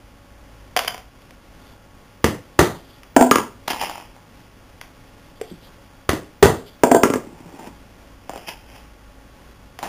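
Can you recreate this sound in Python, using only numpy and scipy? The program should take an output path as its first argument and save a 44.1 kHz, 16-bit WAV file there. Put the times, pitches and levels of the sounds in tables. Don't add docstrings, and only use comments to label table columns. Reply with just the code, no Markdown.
import sys
import numpy as np
from scipy import signal
from scipy.fft import rfft, irfft, next_fast_len
from scipy.io import wavfile

SR = 44100
rng = np.random.default_rng(int(sys.argv[2]) if len(sys.argv) > 2 else 0)


def gain_from_decibels(decibels):
    exponent = np.asarray(decibels, float) / 20
    return 10 ** exponent


def int16_out(signal):
    q = np.round(np.clip(np.atleast_2d(signal).T, -1, 1) * 32767)
    wavfile.write(sys.argv[1], SR, q.astype(np.int16))


N = 435708

# (time [s], peak level [dB], low modes re peak [dB], board note [Hz], board note level [dB])
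BLOWS = [
    (2.241, -3, 1.5, 428, -1.5),
    (2.589, 5, -2, 340, -5.5),
    (6.09, -6, -6, 366, -8),
    (6.131, -22, 9.5, 313, 9.5),
    (6.425, 4, 1, 402, 8.5),
    (6.455, -11, 11, 430, -1),
]
# (frequency [Hz], width [Hz], level [dB])
BOARD_MODES = [(85, 73, 3), (181, 48, -41), (281, 17, 0.5), (390, 420, 7), (665, 380, -8),
               (1177, 270, -0.5), (1900, 294, -1.5), (3020, 1800, -3), (3660, 2670, -5)]


def mallet_blows():
    contacts = [0.006404 + 0.001 * row[1] / 10 for row in BLOWS]
    return knocks(BLOWS, BOARD_MODES, contacts, split_hz=550, gain_db=2.5, wet_db=-1.62, note_cycles=7.1)


def bench_thump():
    thump_hz, t60_s, level_db, rebound_db = 79.6, 0.18, -17, -10
    out, t = np.zeros(N), np.arange(SR // 3) / SR
    push = gain_from_decibels(level_db - 60 * t / t60_s) * np.sin(2 * np.pi * thump_hz * t)
    for s, db, *_ in BLOWS:
        if db > rebound_db:
            out[round(s * SR):][:len(t)] += push
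    return out


# (time [s], peak level [dB], low modes re peak [dB])
HEAD = [
    (3.163, 4, -1.5),
    (3.209, -0.5, -0.5),
    (3.223, -4, -12),
    (6.834, 0, 3),
    (6.913, 0, -1),
    (6.946, -3, 3.5),
    (6.962, -14.5, 8),
]
# (frequency [Hz], width [Hz], level [dB])
HEAD_MODES = [(116.9, 290, -17.5), (184, 10.5, -9), (253.5, 12, 8.5), (430, 170, -0.5), (676, 37, 5),
              (745, 167, -4.5), (972, 68, -4.5), (1365, 33, -17.5), (1548, 79, -14), (1900, 940, -26.5),
              (3000, 1100, -30)]


def head_drops():
    return knocks(HEAD, HEAD_MODES, 0.00294, split_hz=550, gain_db=1.24, wet_db=-5)


# (time [s], peak level [dB], low modes re peak [dB])
HANDLE = [
    (3.311, 5, -2),
    (3.356, 1, -3),
    (3.382, -8.5, 2),
    (7.033, 4, 1),
    (7.053, -20, 20),
    (7.1, -13, 10.5),
    (7.136, -7.5, 1.5),
    (7.156, -19, 13.5),
]
# (frequency [Hz], width [Hz], level [dB])
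HANDLE_MODES = [(96.5, 85, -8.5), (240, 42, 7.5), (429, 140, 4.5), (1000, 144, 1.5), (1208, 77, 5),
                (1357, 43, 4), (1663, 62, 0), (2010, 250, -5), (3000, 980, -13)]


def handle_slaps():
    return knocks(HANDLE, HANDLE_MODES, 0.00323, split_hz=600, gain_db=-4.0, wet_db=-5.5)


# (frequency [Hz], width [Hz], level [dB])
ROCK_MODES = [(130, 50, -18), (172, 26, -2), (265, 78, 0.5), (340, 88, -0.5), (674, 350, -21.5)]
# (first touch [s], peak level [dB], touches [count])
ROCK = [
    (5.512, -30.5, 1),
    (7.269, -33.5, 7),
]


def rocking_head():
    period_s, back_s, low_db = 0.133, 0.055, -6.5
    touches = []
    for s, db, count in ROCK:
        for k in range(round(count)):
            touches.append((s + k // 2 * period_s + k % 2 * back_s, db, low_db))
    return knocks(touches, ROCK_MODES, 0.0031, split_hz=230, gain_db=0.0, wet_db=-1)


# (time [s], peak level [dB], low modes re peak [dB], own note [Hz], note level [dB])
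PART = [
    (0.763, -4, -7.5, 1070, -10),
    (0.771, -11, -5.5, 3080, 5),
    (0.790, -6.5, -10, 3200, -1),
    (0.845, -20, -5.5, 3000, 2),
    (0.875, -14.5, -10, 2020, -3),
    (0.878, -11.5, -11.5, 3100, 12),
    (0.943, -27, 1, 1000, 1.5),
    (0.977, -27.5, -8.5, 1030, -15),
]
# (frequency [Hz], width [Hz], level [dB])
PART_MODES = [(296, 90, -11.5), (449, 45, -2.5), (725, 61, 7), (1070, 280, 0), (1510, 190, 1),
              (1980, 590, -1), (3410, 670, -3)]


def tossed_part():
    return knocks(PART, PART_MODES, 0.00503, split_hz=900, gain_db=0.5, wet_db=-4.0, note_cycles=14.6)


# (time [s], peak level [dB], low modes re peak
# [dB], own note [Hz], note level [dB])
TICKS = [
    (1.219, -42, -7, 1900, 0),
    (1.307, -36, -14, 1110, -15),
    (3.032, -32.5, -32, 3650, 5),
    (4.812, -24, -15, 2180, 15),
    (5.398, -46, -10, 457, 9),
    (5.412, -24, -5.5, 430, 12),
    (9.788, -22.5, -9.5, 2340, 13),
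]


def peg_ticks():
    return knocks(TICKS, PART_MODES, 0.0041, split_hz=900, gain_db=2.0, wet_db=-4.5, note_cycles=3.7)


# (time [s], peak level [dB], low modes re peak [dB], contact [s])
TUB = [(3.676, -6.5, -2, 0.013), (3.6995, -7.5, -11, .01), (3.7124, -24, -6, 0.0066),
       (3.7289, -13, 0.5, 0.0117), (3.7594, -25, 4, .005), (3.8112, -9, -4.5, 0.0066),
       (3.8224, -15.5, 3.5, 0.00537), (3.834, -19.5, 5, 0.0047), (3.8686, -28, 4.5, 0.0036),
       (3.894, -15.5, 0.5, 0.0061), (3.9105, -25, -5, 0.0048), (3.9544, -22, 0.5, .004),
       (3.9774, -29.5, 6.5, 0.00416), (3.9968, -27, 2, 0.00794), (4.16, -37, 4.5, .012),
       (7.59, -33.5, 7, .01), (7.6414, -37, 5, 0.0038), (7.6715, -29, 2, 0.0044), (8.481, -19, -2, .008),
       (8.4926, -20, -2, 0.0094), (8.76, -28, -12, 0.0091), (9.819, -34, 6, 0.00495),
       (9.825, -14.5, 1, 0.0112), (9.8328, -23.5, 9, 0.00424), (9.8383, -14.5, -11, 0.00775),
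       (9.862, -32, -6, 0.0074)]
# (frequency [Hz], width [Hz], level [dB])
TUB_MODES = [(355, 97, 1.5), (574, 300, -5), (880, 210, 22), (1970, 120, -21), (2470, 5000, 0),
             (3200, 7200, 46)]


def tub_knocks():
    contacts = [row[3] for row in TUB]
    return knocks([row[:3] for row in TUB], TUB_MODES, contacts, split_hz=1200, gain_db=-2.5, wet_db=-2.5)


# (time [s], peak level [dB], low modes re peak [dB])
BUMP = [
    (8.294, -31.5, 7.5),
    (8.3344, -46, 15),
    (8.3584, -32, 5.5),
    (8.3764, -38, 0),
]
# (frequency [Hz], width [Hz], level [dB])
BUMP_MODES = [(256, 150, -3), (454, 210, -2), (754, 200, 4), (1410, 440, 0), (2960, 1200, -2)]


def tub_bumps():
    return knocks(BUMP, BUMP_MODES, 0.00173, split_hz=1100, gain_db=5.5, wet_db=-2.5)


# (deepest [s], rattle level [dB], swell [s], fade [s], tub boom re rattle [dB])
RAKE = [
    (3.703, -26.5, 0.0085, 0.069, 1.5),
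    (3.82, -29.5, 0.07, 0.19, -3.5),
    (7.68, -50, 0.5, 0.026, 10),
    (8.366, -46, 0.14, 0.37, -3),
    (8.488, -31, 0.024, 0.058, -7.5),
    (8.76, -48.5, 0.13, .1, -2),
    (9.843, -39, 0.029, 0.18, 9.5),
]
# (frequency [Hz], width [Hz], level [dB])
RATTLE = [(1740, 980, -8), (2640, 800, 3), (3290, 270, 3)]
# (frequency [Hz], width [Hz], level [dB])
BOOM = [(330, 400, -8), (605, 230, -5), (832, 118, -1)]


def raking():
    effort = strokes(RAKE)
    hits = rng.random(N) < 1800 / SR
    strength = gain_from_decibels(3.5 * np.minimum(rng.exponential(size=N), 2))
    ticks = hits * strength * rng.standard_normal(N)
    ticks = ticks + 0.66 * signal.fftconvolve(ticks, echo())[:N]
    rattle = unit(filtered(ticks, resonances(RATTLE)))
    boom = unit(filtered(ticks, resonances(BOOM)))
    boom_effort = gain_from_decibels([row[-1] for row in RAKE]) @ effort
    return effort.sum(0) * rattle + boom_effort * boom


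# (firmest [s], level [dB], swell [s], fade [s])
SCUFF = [
    (1.68, -43.5, 0.13, 0.064),
    (2.95, -46.5, 0.69, 0.1),
    (5.52, -51, 0.49, .06),
    (5.68, -47, .2, 0.02),
    (6.67, -45.5, 0.24, 0.18),
]


def palm_scuff():
    hiss = unit(filtered(rng.standard_normal(N), resonances([(3400, 450, 0)])))
    patches = gain_from_decibels(-5 + 4 * wobble(40))
    return strokes(SCUFF).sum(0) * patches * hiss


def knocks(events, modes, contacts, split_hz, gain_db, wet_db, note_cycles=12, size=8192):
    out = np.zeros(N + SR)
    hz, t = np.fft.rfftfreq(size, 1 / SR), np.arange(size) / SR
    kept = size * 3 // 4
    for (s, db, low_db, *note), contact in zip(events, np.broadcast_to(contacts, len(events))):
        shape = [(c, w, g + rng.normal(0, 1)) for c, w, g in modes]
        low_modes = [m for m in shape if m[0] < split_hz]
        high_modes = [m for m in shape if m[0] >= split_hz]
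        shove = np.exp(-2j * np.pi * hz * 0.3934 * contact) / (1 + 0.4j * hz * contact)
        rasp = contact_force(np.clip(contact, 0.0005, 0.012), size)
        low = irfft(resonances(low_modes)(hz) * shove)
        high = irfft(resonances(high_modes)(hz) * rasp)
        body = high / np.abs(high).max() + gain_from_decibels(low_db) * low / np.abs(low).max()
        ring = 0 * t
        if note:
            note_hz, note_db = note
            swell = 1 - np.exp(-(t / (0.5 * contact)) ** 2)
            decay = gain_from_decibels(-20 * t * note_hz / note_cycles)
            ring = gain_from_decibels(note_db) * swell * decay * np.sin(2 * np.pi * note_hz * t)
        direct = gain_from_decibels(db + gain_db) * (body + ring)[:kept]
        spread = gain_from_decibels(db + gain_db + wet_db) * (body + 0.49 * ring)[:kept]
        reflected = signal.fftconvolve(spread, echo())
        start = round(s * SR)
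        out[start:][:len(direct)] += direct
        out[start:][:len(reflected)] += reflected
    return out[:N]


def contact_force(seconds, size):
    u = np.arange(2048) / (2 * seconds * SR)
    swell = u * np.exp(-7 * u)
    force = rng.standard_normal(2048)
    for _ in range(4):
        z = rfft(force * swell)
        force = irfft(z / (np.abs(z) + 1e-9))
    return rfft(force, size)


def resonances(modes):
    def response(f):
        total = 0
        for k, (c, w, db) in enumerate(modes):
            total = total + (-1) ** k * gain_from_decibels(db) * 1j * f * w / (c * c - f * f + 1j * f * w)
        return total
    return response


def filtered(x, response):
    m = next_fast_len(len(x) + 8192)
    return irfft(rfft(x, m) * response(np.fft.rfftfreq(m, 1 / SR)), m)[:len(x)]


def strokes(rows):
    t = np.arange(N) / SR
    return np.array([gain_from_decibels(db - 20 * np.maximum((s - t) / abs(rise), (t - s) / abs(fall)))
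                     for s, db, rise, fall, *_ in rows])


def unit(x):
    return x / np.sqrt(np.mean(x ** 2) + 1e-20)


def along(points, hz):
    f, v = np.transpose(points)
    return np.interp(np.log(hz + 1), np.log(f + 1), v)


def wobble(rate):
    knots = rng.standard_normal(int(N * rate / SR) + 2)
    return np.interp(np.arange(N) * rate / SR, np.arange(len(knots)), knots)


# (frequency [Hz], decay by 60 dB [s])
SHOP = [(60, 0.42), (250, 0.32), (700, 0.33), (2000, 0.28), (4000, 0.31)]


def echo(size=SR // 3):
    hz, t, z = signal.stft(rng.standard_normal(size), SR, nperseg=512)
    decay = gain_from_decibels(-60 * t / along(SHOP, hz)[:, None])
    tail = signal.istft(z * decay, SR, nperseg=512)[1][:size]
    tail = tail * np.clip(np.arange(size) / SR / 0.0011, 0, 1)
    return tail / np.linalg.norm(tail)


# (frequency [Hz], density [dB per Hz])
AIR = [(12, -13), (20, -2.5), (59, -5), (75, -9.5), (256, -10.5), (410, -16.5), (548, -13.5), (600, -17),
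       (820, -18), (1310, -21), (1440, -20.5), (4200, -27), (5460, -15), (9240, -120)]
# (frequency [Hz], rms level [dB])
WHINE = [(102.3, -56), (269.2, -60), (570.6, -62.5), (839.8, -63.5), (1109, -63.5), (1254, -80),
         (1410, -66.5), (1680, -83), (2503, -89.5), (2815, -73), (3365, -68)]


def background():
    noise_db, rumble_db, drop_db = -50.5, -53.5, -8
    t = np.arange(N) / SR
    away = (t > 1.1) & (t < 7.7)
    noise = unit(filtered(rng.standard_normal(N), lambda hz: gain_from_decibels(along(AIR, hz))))
    rumble = unit(filtered(rng.standard_normal(N), resonances([(56.0, 9, 0)])))
    rumble = rumble + 2.1 * np.sin(2 * np.pi * 53 * t + 0.92 * wobble(6.5))
    lines = np.zeros(N)
    for hz, db in WHINE:
        lines += gain_from_decibels(db + 1.1 * wobble(4.3)) * np.sin(2 * np.pi * hz * t + 2.2 * wobble(14))
    noise = gain_from_decibels(noise_db + 3 + 1.1 * wobble(10)) * noise
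    return noise + gain_from_decibels(rumble_db - 2.5 + drop_db * away) * rumble + 1.13 * lines


def scene():
    mallet = mallet_blows() + rocking_head() + head_drops() + handle_slaps()
    parts = tossed_part() + peg_ticks() + tub_knocks() + tub_bumps()
    wood = filtered(mallet + parts, lambda hz: (1j * hz / (55 + 1j * hz)) ** 2)
    return (wood + bench_thump() + raking() + palm_scuff() + background())[None]


def top_cut(x):
    return signal.sosfilt(signal.butter(12, 16730, fs=SR, output="sos"), x)


def record(dry):
    hold_hz, top_hz = 8013, 15400
    x = signal.sosfilt(signal.butter(5, 3800, fs=SR, output="sos"), dry[0])
    x = x / (1 + np.abs(x / 0.97) ** 12) ** (1 / 12)
    step = np.floor(np.arange(N) * hold_hz / SR)
    x = np.interp(step * SR / hold_hz, np.arange(N), x)
    x = filtered(x, lambda hz: hz < top_hz)
    mix = np.clip(x, -1, 1)[None]
    return top_cut(mix)


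dry = scene()
out = record(dry)
int16_out(out)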